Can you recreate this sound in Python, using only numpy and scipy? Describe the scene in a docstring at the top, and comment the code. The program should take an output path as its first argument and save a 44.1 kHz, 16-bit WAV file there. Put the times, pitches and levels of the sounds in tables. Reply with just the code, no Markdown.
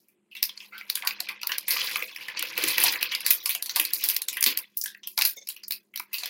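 """Small kitchen: a thin plastic bag of sugar is squeezed and tipped over a glass bowl.
Film creases snap: filtered noise rings a panel and hisses at its edge; tiny crackles swell around each snap.
A fold creaks (rubbed resonances), packed sugar thuds (decaying noise bursts), three short low pops (impulses).
Echoes follow; a room hum stays faint. A small microphone dips near 8 kHz; suppressor, limiter, low-pass end."""
import sys
import numpy as np
from scipy import signal
from scipy.io import wavfile
from scipy.ndimage import uniform_filter1d, minimum_filter1d

SR = 44100
rng = np.random.default_rng(int(sys.argv[2]) if len(sys.argv) > 2 else 0)


def persist_wave(psi):
    """Save psi, clipped to +-1, as 16-bit WAV."""
    counts = np.round(np.clip(psi, -1, 1) * 32767).astype(np.int16)
    wavfile.write(sys.argv[1], SR, np.atleast_2d(counts).T)


N = 277501

# room noise spectrum: f/Hz, relative density/dB
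AIR_SPECTRUM = [(18, -55.5), (30, -37), (201, 10.5), (562, -6.5), (1420, -11.5), (2810, -12), (5160, -28),
                (7880, -12.5), (14800, -19.5), (16500, -33)]
AIR_DB = -78
# wavering hum: f/Hz, width/Hz, level/dB
HUM_BANDS = [(204.5, 1.7, -74), (356, 38, -76)]
# hand working the film: t/s, relative grip level/dB, relative treble level/dB
HAND_RUSTLE = [(0, -43.5, 14), (0.3, -48, -32), (0.62, -31.5, -2.5), (1.0, -27, -3), (1.35, -24.5, -38),
               (1.65, -26.5, -13.5), (1.854, -9.5, -3), (2.1, -19.5, -1), (2.4, -18.5, -13),
               (2.65, -6.5, -8), (2.9, -8, -15.5), (3.15, -20.5, -11), (3.55, -31.5, -3.5), (3.8, -28, -6),
               (4.05, -20, -2), (4.28, -30, -16.5), (4.5, -21.5, -20), (4.9, -47, 2), (5.22, -46.5, 10.5),
               (5.55, -37, -3.5), (5.95, -48.5, -0.5), (6.29, -24, -10)]
# film and microphone together: f/Hz, relative density/dB
FILM_MIC_SPECTRUM = [(35, -59), (60, -29), (264, -19.5), (318, 0.5), (497, -7.5), (691, -12), (1010, -2.5),
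                     (1240, -8.5), (2400, 1), (3420, -5), (4980, -2), (7960, -15), (11300, -5.5),
                     (15000, -3.5), (16500, -5.5)]
# low resonances woken by the rustle over the bowl: f/Hz, width/Hz, relative level/dB
BOWL_MODES = [(320, 43, -26), (501, 32, -22.5), (1067, 41, -24.5)]
# creases that snap: t/s, relative panel level/dB, panel f/Hz, relative edge level/dB,
# aftermath (slips and echoes)/dB
CREASE_SNAPS = [(0.085, -70.5, 2410, -51, -2), (0.313, -51, 2780, -65, 9), (0.3512, -36.5, 2760, -41, 0.5),
                (0.366, -36, 3440, -80, 0), (0.4286, -13, 4800, -12, -6), (0.493, -29, 3400, -44, -10.5),
                (0.576, -32, 4520, -59, -17), (0.603, -37.5, 3220, -52.5, -0.5),
                (0.7222, -46, 1350, -77, 10.5), (0.7396, -48.5, 1500, -79, 10.5),
                (0.7802, -37, 3330, -39.5, -4.5), (0.811, -34, 2140, -45, -14),
                (0.9, -13.5, 4800, -18, -12), (0.955, -24, 3350, -16.5, -7.5),
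                (0.9728, -30.5, 1584, -46, -4.5), (1.0229, -27.5, 2250, -48, -12),
                (1.05, -33, 1100, -34, 1), (1.0732, -15.5, 4500, -16.5, -8), (1.108, -26, 2520, -50, -13),
                (1.204, -17, 4360, -23.5, -11), (1.271, -39, 2500, -52, -20),
                (1.2877, -27, 2390, -34.5, -4), (1.296, -35.5, 2300, -53, -16),
                (1.4153, -32.5, 2700, -39, -7), (1.4321, -24, 4530, -30, -10),
                (1.4716, -21.5, 4430, -18, -17), (1.4933, -29, 1693, -31, 2),
                (1.5188, -18.5, 2900, -28.5, -4.5), (1.583, -20, 4280, -16.5, -14.5),
                (1.682, -28, 2190, -20, 2), (1.7068, -20, 4500, -14, 0), (1.7684, -26.5, 2440, -31, -25),
                (1.913, -34, 2900, -34, -1), (1.9581, -21.5, 2130, -22.5, -11.5),
                (2.024, -24.5, 2480, -28, -11), (2.079, -41.5, 2600, -56, 2.5), (2.162, -29, 2100, -37, -9),
                (2.2065, -42.5, 2830, -45, 8), (2.284, -27, 1820, -38, -5.5),
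                (2.3727, -26, 4380, -72, -2.5), (2.394, -20, 2940, -18, -15.5),
                (2.4259, -18.5, 2950, -18.5, -14.5), (2.578, -22, 2640, -20.5, -8.5),
                (2.639, -21, 2400, -11.5, -29), (2.6782, -33.5, 2480, -20, 2),
                (2.7819, -14, 2840, -14, -14), (2.8024, -31.5, 2380, -16, 1.5),
                (2.8377, -14, 3820, -2.5, -10), (2.924, -35, 2370, -18.5, -2.5),
                (3.011, -31.5, 2600, -30, 1), (3.0284, -16, 2830, -14, -9.5), (3.1192, -25, 2920, -34, 1),
                (3.15, -18, 4300, -24.5, -11.5), (3.206, -30.5, 2750, -27.5, -5),
                (3.2472, -34, 4700, -50, 11), (3.264, -14.5, 4520, -12, -2.5), (3.3064, -15, 3570, -4, -5),
                (3.4021, -36.5, 3780, -67, 5), (3.459, -18.5, 4800, -15, -5),
                (3.4937, -22, 2520, -13.5, -3), (3.508, -24, 4200, -23, -4.5), (3.55, -19.5, 2850, -19, -8),
                (3.625, -21.5, 4100, -19, -8), (3.6598, -28, 4220, -29, -5), (3.6947, -20, 4140, -31, -1.5),
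                (3.711, -30.5, 4120, -35, -25.5), (3.7607, -15.5, 4200, -12.5, -2),
                (3.7983, -12.5, 2630, -12.5, -5), (3.8512, -23, 4420, -18, -11.5),
                (3.907, -44, 3040, -34, -39), (3.935, -25, 4600, -12, -7), (4.0396, -21, 4380, -13, -4),
                (4.088, -23.5, 4450, -12.5, -5.5), (4.0996, -20, 2920, -17, -5),
                (4.146, -49, 3300, -22.5, -15), (4.165, -16, 4700, -13.5, -13.5),
                (4.219, -27.5, 3950, -20, -8), (4.2852, -22, 3650, -14.5, -5.5),
                (4.3294, -34.5, 2400, -28, 0), (4.3701, -25, 2000, -24, -5),
                (4.4092, -42, 3400, -14.5, -17.5), (4.4271, -12.5, 4900, -13.5, -27.5),
                (4.44, -8, 5100, -9.5, -12.5), (4.4626, -14.5, 4070, -11.5, 0),
                (4.574, -21, 4720, -15.5, -9), (4.588, -33.5, 2590, -22.5, -8.5),
                (4.772, -59, 5100, -15, -3), (4.8139, -35.5, 5880, -17.5, -3.5),
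                (4.8395, -44, 1710, -19, -17), (4.859, -28.5, 1690, -23.5, -4), (4.878, -36, 3700, -46, 2),
                (4.948, -40, 1710, -60, -10), (5.033, -37, 3280, -58, 2.5), (5.073, -31.5, 3210, -22.5, -6),
                (5.1774, -16.5, 4130, -17, -4), (5.1887, -25, 2350, -15, -8), (5.212, -13, 4300, -20, -18),
                (5.2206, -10.5, 4530, -13, -9), (5.2515, -9.5, 4090, -6, -4), (5.473, -32, 5200, -33, -13),
                (5.4885, -34.5, 2940, -21.5, -6.5), (5.501, -28.5, 4050, -38, -6),
                (5.5644, -39, 2760, -39.5, -6), (5.6354, -33.5, 4860, -43, -6.5),
                (5.6824, -49, 5500, -25, -19), (5.7087, -24.5, 4060, -18, -8.5),
                (5.7216, -25, 4340, -19.5, -5), (5.939, -42, 2230, -47.5, 0.5),
                (5.9597, -24.5, 4400, -24, -13), (5.975, -26.5, 4060, -30, -7),
                (5.998, -29.5, 1290, -25, -14), (6.1312, -33.5, 2740, -28, 4.5),
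                (6.1427, -24, 4420, -24.5, -6), (6.1834, -29, 4350, -29, 3.5),
                (6.235, -23.5, 4120, -35, -5.5), (6.2584, -24.5, 3380, -23, -6)]
# echo decay: f/Hz, t60/s
ROOM_T60 = [(500, 0.18), (1500, 0.26), (4000, 0.13), (12000, 0.13)]
# packed sugar shifting: t/s, relative level/dB, f/Hz
SUGAR_THUDS = [(1.033, -28, 1120), (1.202, -39, 654), (1.297, -32, 1090), (1.431, -28.5, 1090),
               (1.762, -23.5, 1410), (1.958, -24, 1280), (2.022, -35, 473), (2.433, -36, 460),
               (2.582, -28.5, 480), (2.635, -26, 347), (2.84, -23, 956), (3.459, -30, 1120),
               (3.55, -41, 690), (3.765, -23.5, 960), (3.799, -35, 350), (4.467, -28.5, 321),
               (5.179, -19.5, 1000), (6.23, -36.5, 800)]
# short low pops at three moments: t/s, impulse level before filtering/dB
LOW_POPS = [(3.306, -9), (4.4268, -6.5), (5.25, -14)]
# fold rubbing on itself: t/s, hold/s, level before the envelope/dB
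FOLD_CREAKS = [(5.366, 0.017, -41.5), (5.412, 0.013, -48.5)]
# fold resonances: f/Hz, width/Hz, relative level/dB
FOLD_MODES = [(530, 240, -5.5), (2190, 94, 1.5), (3570, 110, 3), (5500, 310, 0), (6330, 540, 6.5)]

STIR_RISE_S, STIR_FALL_S, STILL_DB = 0.0064, 0.04, -65.5
BODY_SHARE, FIZZ_SHARE = 0.58, 0.57  # how far rustle body and treble follow the snaps, in dB per dB
TOP_HZ = 16000


def gain_of(db):
    """Decibels to gain."""
    return 10 ** (np.asarray(db) / 20)


def evened(x):
    """Scales to rms 1."""
    return x / np.sqrt(np.mean(x ** 2) + 1e-20)


def read(points, hz):
    """Interpolates a table on a log-frequency axis."""
    f, value = np.transpose(points)
    return np.interp(np.log(hz + 1), np.log(f + 1), value)


def add(mix, s, sound):
    """Mixes a sound in at time s."""
    part = mix[round(s * SR):][:len(sound)]
    part += sound[:len(part)]


def band(x, hz, q):
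    """One resonance, peak gain 1."""
    b, a = signal.iirpeak(min(hz, .45 * SR), max(q, .3), SR)
    return signal.lfilter(b, a, x)


def split(x, hz):
    """Low-passed and high-passed x, third order."""
    return [signal.sosfilt(signal.butter(3, hz, kind, fs=SR, output="sos"), x)
            for kind in ("low", "high")]


def coloured(x, points):
    """Minimum-phase filter shaped by a spectrum table, taps at unit energy."""
    spectrum_db = read(points, abs(np.fft.fftfreq(4096, 1 / SR)))
    log_gain = np.log(gain_of(np.maximum(spectrum_db, -100)))
    response = np.exp(np.conj(signal.hilbert(log_gain)))
    taps = np.fft.ifft(response).real[:2048]
    return signal.oaconvolve(x, taps / np.linalg.norm(taps))[:len(x)]


def air():
    """Quiet room noise; narrow noise bands make a wavering hum."""
    noise = rng.standard_normal((1 + len(HUM_BANDS), N))
    hum = sum(gain_of(db) * evened(band(n, hz, hz / width))
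              for n, (hz, width, db) in zip(noise[1:], HUM_BANDS))
    return gain_of(AIR_DB) * coloured(noise[0], AIR_SPECTRUM) + hum


def stirred(strength_db):
    """Film motion in dB: power swells quickly before each snap and falls more slowly after it."""
    t = np.arange(0, N, 64) / SR
    lag_s = t[:, None] - np.array([row[0] for row in CREASE_SNAPS])
    swell = np.exp(np.where(lag_s < 0, lag_s / STIR_RISE_S, -lag_s / STIR_FALL_S))
    power = swell @ gain_of(2 * strength_db) + gain_of(2 * STILL_DB)
    return np.interp(np.arange(N) / SR, t, 10 * np.log10(power))


def rustle(grain_s=0.003, rumble_db=-32, apart_db=3):
    """Tiny creases ring film patches of many sizes, in clumps, mostly near the last snap's pitch."""
    grains_per_s, spread_db, q, clump_db = 3500, 2.8, 6, 4.5
    t = np.arange(N) / SR
    size = gain_of(spread_db * np.minimum(rng.exponential(1, N), 3))
    size = size * (rng.random(N) < grains_per_s / SR)
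    pitches_hz = np.geomspace(700, 15500, num=36)
    patch, crackle = rng.integers(0, len(pitches_hz), N), np.zeros(N)
    grains = rng.standard_normal((len(pitches_hz), 600)) * np.exp(-np.arange(600) / SR / grain_s)

    clumps = rng.standard_normal((len(pitches_hz), N // 512 + 2))  # one value per 512 samples
    clumps = uniform_filter1d(clumps, size=2, axis=0)
    clumps = evened(uniform_filter1d(clumps, size=4, axis=1))
    snap_s, panel_db, snap_hz, edge_db, after_db = np.transpose(CREASE_SNAPS)
    last_hz = snap_hz[np.maximum(np.searchsorted(snap_s, t) - 1, 0)]
    for k, hz in enumerate(pitches_hz):
        clump = np.interp(np.arange(N) / 512, np.arange(clumps.shape[1]), clumps[k])
        octaves_sq = np.minimum(np.log2(hz / last_hz) ** 2, 2)
        awake = gain_of(clump_db * clump) * gain_of(-apart_db * octaves_sq)
        ring = evened(band(grains[k], hz, q))
        crackle += hz ** 0.74 * signal.oaconvolve(size * awake * (patch == k), ring)[:N]
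    low, high = split(coloured(crackle, FILM_MIC_SPECTRUM), 4530)

    hand_s, grip_db, treble_db = np.transpose(HAND_RUSTLE)
    body_db = BODY_SHARE * stirred(panel_db + after_db)
    fizz_db = FIZZ_SHARE * stirred(edge_db + after_db)
    high = high * gain_of(np.interp(t, hand_s, treble_db) + fizz_db - body_db)
    sway = split(rng.standard_normal(N), 230)[0]  # the whole bag sways
    rumble = gain_of(rumble_db) * evened(band(sway, 162, 2.0))
    bowl = sum(gain_of(db) * evened(band(size * rng.standard_normal(N), hz, hz / width))
               for hz, width, db in BOWL_MODES)
    level = gain_of(np.interp(t, hand_s, grip_db) + body_db)
    return level * (evened(low) + high / low.std() + rumble + bowl)


def kitchen(x, shut_s=0.093, shut_db_per_s=900, shut_db=22):
    """Random-sign echoes decay band by band; past shut_s the tail falls an extra shut_db, steeply."""
    turns = 2 * np.pi * (7 * np.arange(N) / SR + np.arange(3)[:, None] / 3)
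    at = np.arange(130, 12000, 12)
    out = np.zeros(N)
    for window in np.sqrt((1 + np.cos(turns)) / 3):  # three tails in rotation: the bag never stands still
        taps = np.zeros(12100)
        taps[at + rng.integers(0, 12, len(at))] = rng.choice([-1., 1.], len(at))
        hz, t, z = signal.stft(taps, SR, nperseg=128)
        fall_db = -60 * t / read(ROOM_T60, hz)[:, None]
        fall_db = fall_db - np.clip(shut_db_per_s * (t - shut_s), 0, shut_db)
        tail = signal.istft(z * gain_of(fall_db), SR, nperseg=128)[1]
        out += signal.fftconvolve(x * window, tail / np.linalg.norm(tail))[:N]
    return out


def snaps(creep_db=-12, settle_s=0.026, settle_db=-12, slip_db=7, wide_db=15, panel_db=4, edge_db=8):
    """A crease creeps, flips in about 1 ms, settles in slips; panel rings, edge hisses. Dry, echo feed."""
    lead_s, creep_s, crack_s = .004, .002, .001
    t = np.arange(3000) / SR - lead_s
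    noise = rng.standard_normal((len(CREASE_SNAPS), 5, len(t)))
    near, far = np.zeros(N), np.zeros(N)

    def motion(chance, share_db):
        """Envelope of creep, flip and irregular slips."""
        bumps = np.minimum(evened(uniform_filter1d(chance, size=90)), 1.6)
        slips = gain_of(settle_db + share_db + slip_db * bumps)
        creep = gain_of(creep_db) * np.exp(t / creep_s)
        flip = np.exp(-t / crack_s) + gain_of(creep_db) * np.exp(-t / lead_s)
        return np.where(t < 0, creep, flip + slips * np.exp(-t / settle_s))

    for (s, db, hz, edge, share_db), (a, b, c, dull_chance, bright_chance) in zip(CREASE_SNAPS, noise):
        dull, bright = motion(dull_chance, share_db), motion(bright_chance, share_db)
        q = np.clip(-1.5 - 0.25 * db, 2, 5)  # gently flipped panels ring purer
        others_hz = hz * np.exp(0.2 + 0.342 * c[:3])  # adjacent panels have other sizes
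        neighbours = sum(band(band(c * dull, f, q), f, q) for f in others_hz)
        # hard snaps briefly shake the whole film
        whole = gain_of(wide_db + 0.5 * db) * evened(a * dull) * np.exp(-np.maximum(t, 0) / settle_s)
        panel = evened(band(band(a * dull, hz, q), hz, q))
        panel = panel + gain_of(9 + 0.29 * db) * evened(neighbours) + whole
        panel = split(split(panel, 8700)[0], 0.3 * hz)[1]  # a small panel radiates no bass
        hiss = split(b * bright, 6160)[1]
        hiss = 0.18 * hiss + band(hiss, 12000 * np.exp(0.19 * b[0]), 2.26)  # own colour per edge
        snap = gain_of(db + panel_db) * panel / abs(panel).max()
        snap = snap + gain_of(edge + edge_db) * hiss / abs(hiss).max()
        add(near, s - lead_s, snap)
        add(far, s - lead_s, gain_of(share_db) * snap)
    return near, far


def thuds(push_t60_s=0.057, q=1.96, boost_db=-4.0):
    """Packed sugar knocks the film: decaying noise through a broad double resonance."""
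    t, out = np.arange(6000) / SR, np.zeros(N)
    noise = rng.standard_normal((len(SUGAR_THUDS), len(t))) * gain_of(-60 * t / push_t60_s)
    for (s, db, hz), push in zip(SUGAR_THUDS, noise):
        knock = band(band(push, hz, q), hz, q)
        add(out, s, gain_of(db + boost_db) * knock / abs(knock).max())
    return out


def pops(top_hz=450, bottom_hz=79):
    """Short low pops: single impulses band-limited to the bass."""
    out = np.zeros(N)
    for s, db in LOW_POPS:
        out[round(s * SR)] = gain_of(db)
    return split(split(out, top_hz)[0], bottom_hz)[1]


def creaks(rise_s=0.0018, fall_s=0.014):
    """Rough friction, as noise, held for a moment in the resonances of one fold."""
    t, out = np.arange(5000) / SR, np.zeros(N)
    for (s, hold_s, db), rub in zip(FOLD_CREAKS, rng.standard_normal((len(FOLD_CREAKS), len(t)))):
        tone = sum(gain_of(mode_db) * evened(band(band(rub, hz, hz / width), hz, hz / width))
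                   for hz, width, mode_db in FOLD_MODES)
        envelope = np.minimum(t / rise_s, 1) * np.exp(-np.maximum(t - hold_s, 0) / fall_s)
        add(out, s, gain_of(db) * evened(tone) * envelope)
    return out


def scene():
    """Bag, its echoes, low pops and the room."""
    near, far = snaps()
    film, sugar = rustle(), thuds()
    echo_feed = gain_of(-3.0) * coloured(far, FILM_MIC_SPECTRUM)
    echo_feed = echo_feed + gain_of(-15.0) * film + gain_of(-2.0) * sugar
    bag = coloured(near, FILM_MIC_SPECTRUM) + gain_of(-2.5) * film + sugar + creaks()
    return (bag + pops() + kitchen(echo_feed) + air())[None]


def suppressed(x, margin_db=-9, deepest_db=-10):
    """Noise suppressor: turns down bands that sink under their own mean over about 0.3 s, mostly past."""
    z = signal.stft(x, nperseg=512, noverlap=384)[2]
    power = uniform_filter1d(uniform_filter1d(abs(z) ** 2, size=3, axis=0), size=2, axis=1)
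    level_db = 10 * np.log10(abs(power) + 1e-16)
    usual_db = uniform_filter1d(level_db, size=110, axis=1, origin=40)
    keep = np.clip(1 - gain_of(2 * (usual_db + margin_db - level_db)), 0, 1)
    gain = np.maximum(np.sqrt(keep), gain_of(deepest_db))
    return signal.istft(z * gain, nperseg=512, noverlap=384)[1][:N]


def record(dry):
    """Noise suppression, quick limiter on the hardest peaks, band limit."""
    x = suppressed(dry[0])
    limit = np.minimum(.93 / (abs(x) + 1e-9), 1)
    x = x * uniform_filter1d(minimum_filter1d(limit, size=177), size=89)  # 4 ms hold, 2 ms smoothing
    low_pass = signal.firwin(511, TOP_HZ, window=("kaiser", 9), fs=SR)
    return signal.oaconvolve(x, low_pass, "same")[None]


dry = scene()
out = record(dry)
persist_wave(out)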